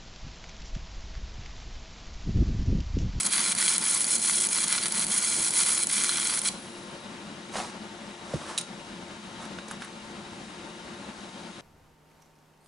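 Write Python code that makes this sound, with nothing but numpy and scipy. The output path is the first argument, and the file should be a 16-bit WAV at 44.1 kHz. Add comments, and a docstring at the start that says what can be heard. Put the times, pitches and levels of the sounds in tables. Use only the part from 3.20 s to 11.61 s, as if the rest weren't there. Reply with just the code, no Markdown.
"""Stick welding in an open shed

An arc crackles as countless tiny discharges excite a steel frame, stumbles whenever a drop of metal
shorts it, then goes out. The machine's fan drones on: turbulent air with a blade tone. The welder
scuffs over gritty concrete, shifts small things, kneels, and drops the rod, which rings in its modes."""
import sys
import numpy as np
from scipy import signal
from scipy.io import wavfile
from scipy.ndimage import uniform_filter1d

SR = 44100
rng = np.random.default_rng(int(sys.argv[2]) if len(sys.argv) > 2 else 0)


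def inscribe(sig):
    """Save sig as 16-bit PCM at rate SR to the path in sys.argv[1].

    A 1-D sig is mono; a 2-D sig holds one channel per row.
    Samples are clipped to [-1, 1] before scaling.
    """
    pcm = np.round(np.clip(np.atleast_2d(sig).T, -1, 1) * 32767)
    wavfile.write(sys.argv[1], SR, pcm.astype(np.int16))


N = 370881
TIME = np.arange(N) / SR


def amp(db):
    """Amplitude ratio of a level in decibels."""
    return 10 ** (np.asarray(db) / 20)


def unit_rms(x):
    """Normalisation to unit power."""
    return x / np.sqrt(np.mean(x ** 2) + 1e-20)


def curve_at(points, hz):
    """Interpolation of a table on a logarithmic frequency axis."""
    freq_hz, value = np.transpose(points)
    return np.interp(np.log(hz + 1), np.log(freq_hz + 1), value)


def add(mix, start_s, sound):
    """Superposition: a sound sums into the mix from its start time."""
    part = mix[round(start_s * SR):][:len(sound)]
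    part += sound[:len(part)]


def band(x, low_hz, high_hz, order=2):
    """Maximally flat band-pass filtering."""
    sos = signal.butter(order, [low_hz, min(high_hz, SR / 2.2)], "band", fs=SR, output="sos")
    return signal.sosfilt(sos, x)


def resonate(x, hz, width_hz):
    """Resonance by heterodyning: shift hz down to zero, smooth, and shift back."""
    carrier = np.exp(2j * np.pi * hz * np.arange(1, len(x) + 1) / SR)
    pole = np.exp(-np.pi * width_hz / SR)
    return 2 * (carrier * signal.lfilter([1 - pole], [1, -pole], x / carrier)).real


def modal_spectrum(modes, smooth, hz, valley_db, peak_db):
    """Power summation, in dB: resonance humps, the tallest at peak_db, on a smooth spectrum."""
    top_db = max(db for _, _, db in modes)
    humps = sum(amp(db - top_db + peak_db) ** 2 / (1 + (2 * (hz - centre_hz) / width_hz) ** 2) ** 2
                for centre_hz, width_hz, db in modes)
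    return 10 * np.log10(amp(curve_at(smooth, hz) + valley_db) ** 2 + humps)


def minimum_phase(gain_db):
    """Causal impulse response whose phase follows from the log magnitude of its spectrum."""
    log_gain = np.log(amp(np.maximum(gain_db, -100)))
    mirrored = np.concatenate([log_gain, log_gain[-2:0:-1]])
    phase = -signal.hilbert(mirrored).imag
    return np.fft.ifft(np.exp(mirrored + 1j * phase)).real[:len(gain_db)]


def flicker(cutoff_hz):
    """Random modulation: low-passed noise of unit power."""
    sos = signal.butter(2, cutoff_hz, fs=SR, output="sos")
    return unit_rms(signal.sosfilt(sos, rng.standard_normal(N)))


def shot_noise(per_s, spread_db):
    """Shot noise: independent clicks of random sign, a few of them large."""
    fires = rng.random(N) < per_s / SR
    size_db = spread_db * np.minimum(rng.exponential(1, N), 3.5)
    return unit_rms(rng.choice([-1., 1.], N) * amp(size_db) * fires)


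# Strength of the arc until it goes out: time_s, level_db, crack_against_fizz_db
ARC_STRENGTH = [(0, -22.5, -8), (.065, -25.5, -7), (.15, -27, -5), (.3, -27.5, -6), (.44, -25.5, -7.5),
                (.62, -27, -6), (.78, -25, -10), (1.1, -24.5, -10), (1.4, -27, -8), (1.55, -29, -2),
                (1.75, -28.5, -7.5), (1.95, -25, -8.5), (2.3, -27.5, -10), (2.38, -22.5, -8.5),
                (2.62, -29, -9), (2.76, -27.5, -6.5), (2.96, -30.5, -3), (3.1, -29, -6), (3.19, -28.5, -9),
                (3.26, -27, -7), (3.29, -24.5, -4)]
# Drops of metal shorting the arc: start_s, choked_s, depth_db, recovery_s
SHORT_CIRCUITS = [(0.016, 0.025, 9.5, 0.012), (.078, 0.026, 10.5, 0.016), (.335, .014, 17.5, 0.03),
                  (.574, 0.0081, 11.5, 0.065), (.785, 0.0076, 8, 0.0061), (0.835, 0.0076, 7.5, 0.055),
                  (0.973, 0.0096, 13.5, 0.041), (1.119, 0.0055, 6, .01), (1.192, 0.008, 6.5, 0.0099),
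                  (1.273, 0.015, 13, 0.029), (1.452, .025, 7.5, 0.018), (1.592, 0.013, 7.5, 0.023),
                  (1.645, 0.0069, 8, .01), (1.677, .006, 12.5, 0.063), (1.852, 0.015, 11.5, 0.051),
                  (1.998, 0.01, 8, 0.014), (2.118, 0.0062, 0, 0.0072), (2.299, .008, 11, .045),
                  (2.44, 0.011, 6.5, 0.0089), (2.651, 0.019, 14, 0.026), (3.203, .012, 14.5, 0.038)]


def arc_envelope():
    """Short-circuit transfer: each drop bridges the gap and chokes the arc, which then climbs back."""
    choke_s, restrike_share = 0.0071, 0.71  # time to choke; share of the dip left at the restrike
    time_s, strength_db, _ = np.transpose(ARC_STRENGTH)
    level_db = np.interp(TIME, time_s, strength_db)
    for start_s, choked_s, depth_db, recovery_s in SHORT_CIRCUITS:
        strike_s = start_s + choked_s
        choked = np.clip((TIME - start_s) / choke_s + 1, 0, 1) * (TIME < strike_s)
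        recovering = np.sqrt(np.clip(1 - (TIME - strike_s) / recovery_s, 0, 1)) * (TIME >= strike_s)
        level_db -= depth_db * (choked + restrike_share * recovering)
    since_out_s = TIME - time_s[-1]
    pool_sizzle = amp(-48 - 32 * since_out_s)  # the weld pool fades once the arc is out
    return np.where(since_out_s < 0, amp(level_db), pool_sizzle)


# Spits of molten metal: start_s, drive_db, crack_against_fizz_db
SPITS = [(0.0317, -17.5, -9), (0.0644, -12, -21), (0.2057, -21, -18), (0.3504, -18, -11),
         (0.3845, -14, -12), (0.4799, -16, -2), (0.5813, -13, -15), (0.7474, -15, -15), (0.8432, -15, -10),
         (0.981, -19, -16), (1.269, -15, -14), (1.288, -16, -18), (1.3303, -14, -13), (1.481, -16.5, -7),
         (1.5262, -15, -4), (1.6576, -17, -1.5), (1.6825, -18, -12), (1.722, -14.5, -14),
         (1.8464, -20, -20), (1.867, -20, -17), (2.3064, -16.5, -11), (2.67, -16, -28),
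         (2.8372, -12.5, -10), (2.8442, -16, -3), (2.854, -17, -11), (2.8928, -17, -1.5),
         (2.9714, -14, -12), (2.9998, -17, -14), (3.05, -20, -10), (3.0715, -13.5, -16.5),
         (3.1078, -21.5, -11), (3.2167, -19.5, -11), (3.258, -23, -20), (3.2854, -17, -11)]


def arc():
    """Impulsive excitation: discharges fizz high and crack lower, surging together with the plasma."""
    envelope, surge = arc_envelope(), flicker(224)
    time_s, _, balance_db = np.transpose(ARC_STRENGTH)
    crack_db = np.interp(TIME, time_s, balance_db)
    fizz = envelope * amp(0.95 * surge + 1.28 * flicker(250))
    fizz *= shot_noise(per_s=9000, spread_db=5.6)
    crack = envelope * amp(crack_db + 2.6 * surge + 0.81 * flicker(71))
    crack *= shot_noise(per_s=6000, spread_db=3.05)
    t, spit_t60_s = np.arange(SR // 10) / SR, 0.0095
    for start_s, drive_db, spit_crack_db in SPITS:
        spit = amp(drive_db - 60 * t / spit_t60_s) * rng.choice([-1., 1.], len(t))
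        add(fizz, start_s, spit)
        add(crack, start_s, spit * amp(spit_crack_db))
    return steel_frame(fizz, crack)


# Smooth spectrum of the arc: frequency_hz, relative_density_db
ARC_SPECTRUM = [(180, -39), (300, -22.5), (647, -41.5), (1060, -10.5), (2400, -12), (2710, -14.5),
                (4070, -10.5), (4950, -18), (10000, -3.5), (11000, -10.5), (14300, -32), (22000, -120)]
# Resonances of the steel around the weld: centre_hz, width_hz, relative_db
FRAME_MODES = [(970, 310, -16.5), (1438, 144, -11.5), (2065, 180, -9), (2340, 210, -9.5),
               (3283, 440, -10.5), (4134, 190, -5.5), (4600, 220, -6.5), (5325, 610, -11), (5876, 180, -8),
               (6490, 210, -6), (7020, 210, -6), (7360, 180, -34), (7960, 340, -4.5), (8300, 180, -18),
               (9350, 220, -5.5), (9300, 560, -4), (10120, 360, 2.5), (10500, 220, -6.5),
               (10980, 146, -4.5)]
# Level difference of the arc between the ears: frequency_hz, left_minus_right_db
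ARC_BALANCE = [(60, 16), (170, 23), (490, 4), (1400, 1), (3990, -2), (11400, 0)]


def steel_frame(fizz, crack):
    """Modal response depends on the driving point: the arc root wanders between two spots on the steel."""
    hz, crossover_hz = np.fft.rfftfreq(4096, 1 / SR), 5210
    crack_share = 1 / (1 + (hz / crossover_hz) ** 8)
    lean_db = curve_at(ARC_BALANCE, hz) / 2
    wander = (1 + np.tanh(flicker(25))) / 2
    favour_db = 2.67 * rng.choice([-1., 1.], len(FRAME_MODES))  # one spot's gain is the other's loss
    ears = np.zeros((2, N))
    for spot_weight, shifts_db in ((wander, favour_db), (1 - wander, -favour_db)):
        modes = [(f, width, db + shift) for (f, width, db), shift in zip(FRAME_MODES, shifts_db)]
        colour_db = modal_spectrum(modes, ARC_SPECTRUM, hz, valley_db=-3, peak_db=3.5)
        for drive, power_share in ((fizz, 1 - crack_share), (crack, crack_share)):
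            gain_db = colour_db + 10 * np.log10(power_share + 1e-9)
            response = np.array([minimum_phase(gain_db + lean_db), minimum_phase(gain_db - lean_db)])
            response /= np.linalg.norm(minimum_phase(gain_db))
            ears += signal.oaconvolve((spot_weight * drive)[None], response, axes=1)[:, :N]
    return ears


# Smooth spectrum of the rushing air: frequency_hz, relative_density_db
AIR_SPECTRUM = [(15, -51.5), (25, -22.5), (141, -13.5), (207, 0.5), (254, -11), (353, -7.5), (381, -13.5),
                (588, -14.5), (651, -15), (798, -14), (1760, -18), (3770, -21.5), (11000, -32.5),
                (14300, -71), (22000, -120)]
# Resonances of the machine's casing: centre_hz, width_hz, relative_db
CASING_MODES = [(219, 22, -6.5), (571.4, 24, -8), (907, 11, -6), (2846, 10.5, -10), (3090, 62, -20),
                (3820, 130, -17)]
# Likeness of the air noise at the two ears: frequency_hz, coherence_ratio
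AIR_COHERENCE = [(60, 0.9), (170, 0.99), (490, 0.93), (1400, 0.27), (3990, 0.65), (11400, 0.76)]
# Level difference between the ears: frequency_hz, left_minus_right_db
AIR_BALANCE = [(60, 0.5), (170, 1.7), (490, 3.8), (1400, 5.8), (3990, 1.5), (11400, 0.57)]
# Phase difference between the ears: frequency_hz, left_lead_rad
AIR_PHASE = [(0, 0), (780, 0.36), (1640, -0.051), (2150, -0.67), (2840, -0.92), (6720, 0.49), (11500, 0.99)]


def fan_air():
    """Turbulence: broadband noise, coloured by the casing and partly coherent between the ears."""
    size, hop, level_db = 2048, 512, -42
    frames, hz = N // hop + 5, np.fft.rfftfreq(size, 1 / SR)
    left_re, left_im, apart_re, apart_im, patches = rng.standard_normal((frames, len(hz), 5)).T
    left, apart = left_re + 1j * left_im, apart_re + 1j * apart_im
    coherence = np.clip(curve_at(AIR_COHERENCE, hz), -1, 1)[:, None]
    lag = np.exp(-1j * curve_at(AIR_PHASE, hz))[:, None]
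    right = coherence * left * lag + np.sqrt(1 - coherence ** 2) * apart
    lean = amp(curve_at(AIR_BALANCE, hz) / 2)[:, None]
    patches = uniform_filter1d(patches, size=16, axis=0)  # level drifts in patches of frequency and time
    patches_db = 0.8 * unit_rms(uniform_filter1d(patches, size=8, axis=1))
    gust = flicker(12.5)[np.minimum(np.arange(frames) * hop, N - 1)]
    gust_db = 2 * gust / (1 + hz[:, None] / 1700)  # the bass heaves together
    colour_db = modal_spectrum(CASING_MODES, AIR_SPECTRUM, hz, valley_db=3.5, peak_db=-1)
    spectra = np.array([left * lean, right / lean]) * amp(colour_db[:, None] + patches_db + gust_db)
    _, air = signal.istft(spectra, nperseg=size, noverlap=size - hop)
    return amp(level_db) * unit_rms(air[:, :N])


# Partials of the blade tone: harmonic_number, relative_db
BLADE_HARMONICS = [(1, -1.5), (2, -13), (3, -10), (4, -9.5)]


def fan_blades():
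    """Periodic forcing: passing blades make a harmonic tone that wavers in pitch and level."""
    blade_hz, level_db = 349.6, -55
    cycles = np.cumsum(blade_hz * (1 + 0.002285 * flicker(4.06))) / SR
    tone = sum(amp(db + 2.26 * flicker(5.2)) * np.sqrt(2) * np.sin(2 * np.pi * harmonic * cycles)
               for harmonic, db in BLADE_HARMONICS)
    return tone * amp(level_db) * amp([[1.5], [-1.5]])  # a little to the left


# Shoes and cloth dragging: start_s, loudest_s, end_s, scrape_db, grit_against_scrape_db, hollow_hz
SCUFFS = [(4.312, 4.37, 4.52, -33.5, -1, 815), (5.023, 5.148, 5.3, -41.5, -3, 744),
          (5.2, 5.302, 5.46, -39.5, -3, 1060), (6.165, 6.229, 6.29, -41, -5, 900),
          (6.472, 6.514, 6.57, -45.5, 0.5, 1230), (6.597, 6.623, 6.68, -43.5, -2, 1250)]


def scuffs():
    """Sliding friction on gritty concrete: clumped grain impacts give a hollow scrape and fine grit."""
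    grains = shot_noise(per_s=12000, spread_db=1) * amp(0.86 * flicker(120))
    grit = unit_rms(band(grains, 1600, 8700, order=1))
    out, ends_db = np.zeros(N), -16.5
    for start_s, loudest_s, end_s, scrape_db, grit_db, hollow_hz in SCUFFS:
        span = slice(round(start_s * SR), round(end_s * SR))
        hollow = resonate(grains[span], hollow_hz, width_hz=650)
        scrape = unit_rms(band(hollow, 240, 6100))
        swell_db = np.interp(TIME[span], [start_s, loudest_s, end_s], [ends_db, 0, ends_db])
        envelope = amp(scrape_db + swell_db) * signal.windows.tukey(len(scrape), .15)
        out[span] += envelope * (scrape + amp(grit_db) * grit[span])
    return out


# Small things being shifted: start_s, level_db, pitch_hz, relative_treble_db
KNOCKS = [(4.343, -32, 816, -22), (4.356, -23.5, 720, -25), (4.384, -24, 826, -20),
          (4.401, -24.5, 800, -28), (4.446, -32, 910, -23), (5.298, -41, 920, -21), (6.253, -36, 929, -4),
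          (6.387, -28, 1480, -20), (6.483, -37, 883, 1.5), (6.512, -27.5, 1530, -2),
          (6.621, -28, 1620, -9.5), (6.647, -35, 1730, -2)]


def knocks():
    """Heavily damped impacts: a pitched snap dies quickly inside a brief noisy rattle."""
    out, t, t60_s = np.zeros(N), np.arange(SR // 5) / SR, 0.032
    decay = amp(-60 * t / t60_s)
    for start_s, level_db, pitch_hz, treble_db in KNOCKS:
        noise = rng.standard_normal(len(t))
        snap = np.sin(2 * np.pi * pitch_hz * t) * amp(-60 * t / (0.38 * t60_s))
        rattle = unit_rms(band(noise, pitch_hz / 2.9, pitch_hz * 3.1)) * decay
        treble = unit_rms(band(noise, 4400, 16000)) * decay
        add(out, start_s, amp(level_db) * (1.25 * snap + 0.52 * rattle + amp(treble_db) * treble))
    return out


# A knee landing, as a tap, its body and a settling: start_s, pitch_hz, level_db, rise_s
KNEE_PULSES = [(5.1367, 540, -21.5, .0028), (5.1405, 150, -22, .006), (5.151, 320, -31, .007),
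               (5.15, 80, -36, .011)]


def knee_thud():
    """Soft impact: a yielding contact builds gradually, so it gives only brief low tones."""
    out, t = np.zeros(N), np.arange(SR // 5) / SR
    for start_s, pitch_hz, level_db, rise_s in KNEE_PULSES:
        envelope = (t / rise_s * np.exp(1 - t / rise_s)) ** 2
        add(out, start_s, amp(level_db) * envelope * np.sin(2 * np.pi * pitch_hz * t))
    return out


# The rod striking the floor: start_s, level_db, dullness_db_per_octave
ROD_HITS = [(5.3775, -11.5, 0), (5.384, -14, 0), (5.4115, -24.5, 2)]
# Modes of the rod: pitch_hz, relative_db, t60_s
ROD_MODES = [(2498, -18, .03), (2900, -19, .03), (3871, 0, .032), (4500, -8, .025), (5351, -8, .02),
             (5782, -8, .02), (6670, -7, .022), (7600, -9, .02), (8667, -7, .02), (9458, 4, .017),
             (10680, -6, .015)]


def dropped_rod():
    """Free vibration of a bar: chatter against the concrete excites the rod's inharmonic modes."""
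    out, t = np.zeros(N), np.arange(SR // 5) / SR
    chatter_t60_s, hiss_t60_s = .015, .065
    for start_s, level_db, dullness in ROD_HITS:
        ring = sum(amp(db - dullness * np.log2(hz / 4000) - 60 * t / t60_s) * np.sin(2 * np.pi * hz * t)
                   for hz, db, t60_s in ROD_MODES)
        chatter = rng.standard_normal(len(t)) * amp(-60 * t / chatter_t60_s)
        chatter *= rng.random(len(t)) < .15  # contact is intermittent
        chatter[0] = 2.5  # the first blow
        clink = band(signal.fftconvolve(chatter, ring)[:len(t)], 2300, 15000, order=3)
        hiss = band(rng.standard_normal(len(t)), 2800, 10800, order=3) * amp(-60 * t / hiss_t60_s)
        add(out, start_s, amp(level_db) * (clink / abs(clink).max() + .27 * hiss))
    return out


# Reverberation time of the shed: frequency_hz, t60_s
SHED_DECAY = [(500, 0.17), (2000, 0.19), (6000, 0.37), (11000, 0.12)]


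def shed(x):
    """Reverberation: sparse reflections, different at each ear, decay at a rate set by frequency."""
    reflections = np.zeros((2, SR // 2))
    slots = np.arange(130, SR // 2 - 20, 20)  # one reflection in every 20 samples
    arrivals = slots + rng.integers(0, 20, (2, len(slots)))
    np.put_along_axis(reflections, arrivals, rng.choice([-1., 1.], arrivals.shape), 1)
    hz, t, spectra = signal.stft(reflections, SR, nperseg=128)
    decay = amp(-60 * t / curve_at(SHED_DECAY, hz)[:, None])
    _, tail = signal.istft(spectra * decay, SR, nperseg=128)
    return signal.fftconvolve(x[None], tail / np.linalg.norm(tail[0]), axes=1)[:, :N]


def scene():
    """Superposition: the arc and the movements, their reverberation in the shed, and the fan."""
    weld = arc()
    movements = scuffs() + knocks() + knee_thud() + dropped_rod()
    direct = weld + movements * amp([[-.3], [.3]])  # the welder is slightly to the right
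    reverberation = amp(-13) * (shed(movements) + shed(weld.mean(0)))
    return direct + reverberation + fan_air() + fan_blades()


def record(dry):
    """Band limiting: a steep linear-phase low-pass removes the highest treble."""
    cutoff_hz = 11035
    lowpass = signal.firwin(2047, cutoff_hz, window=("kaiser", 7), fs=SR)
    return signal.oaconvolve(dry, lowpass[None], "same")


dry = scene()
out = record(dry)
inscribe(out)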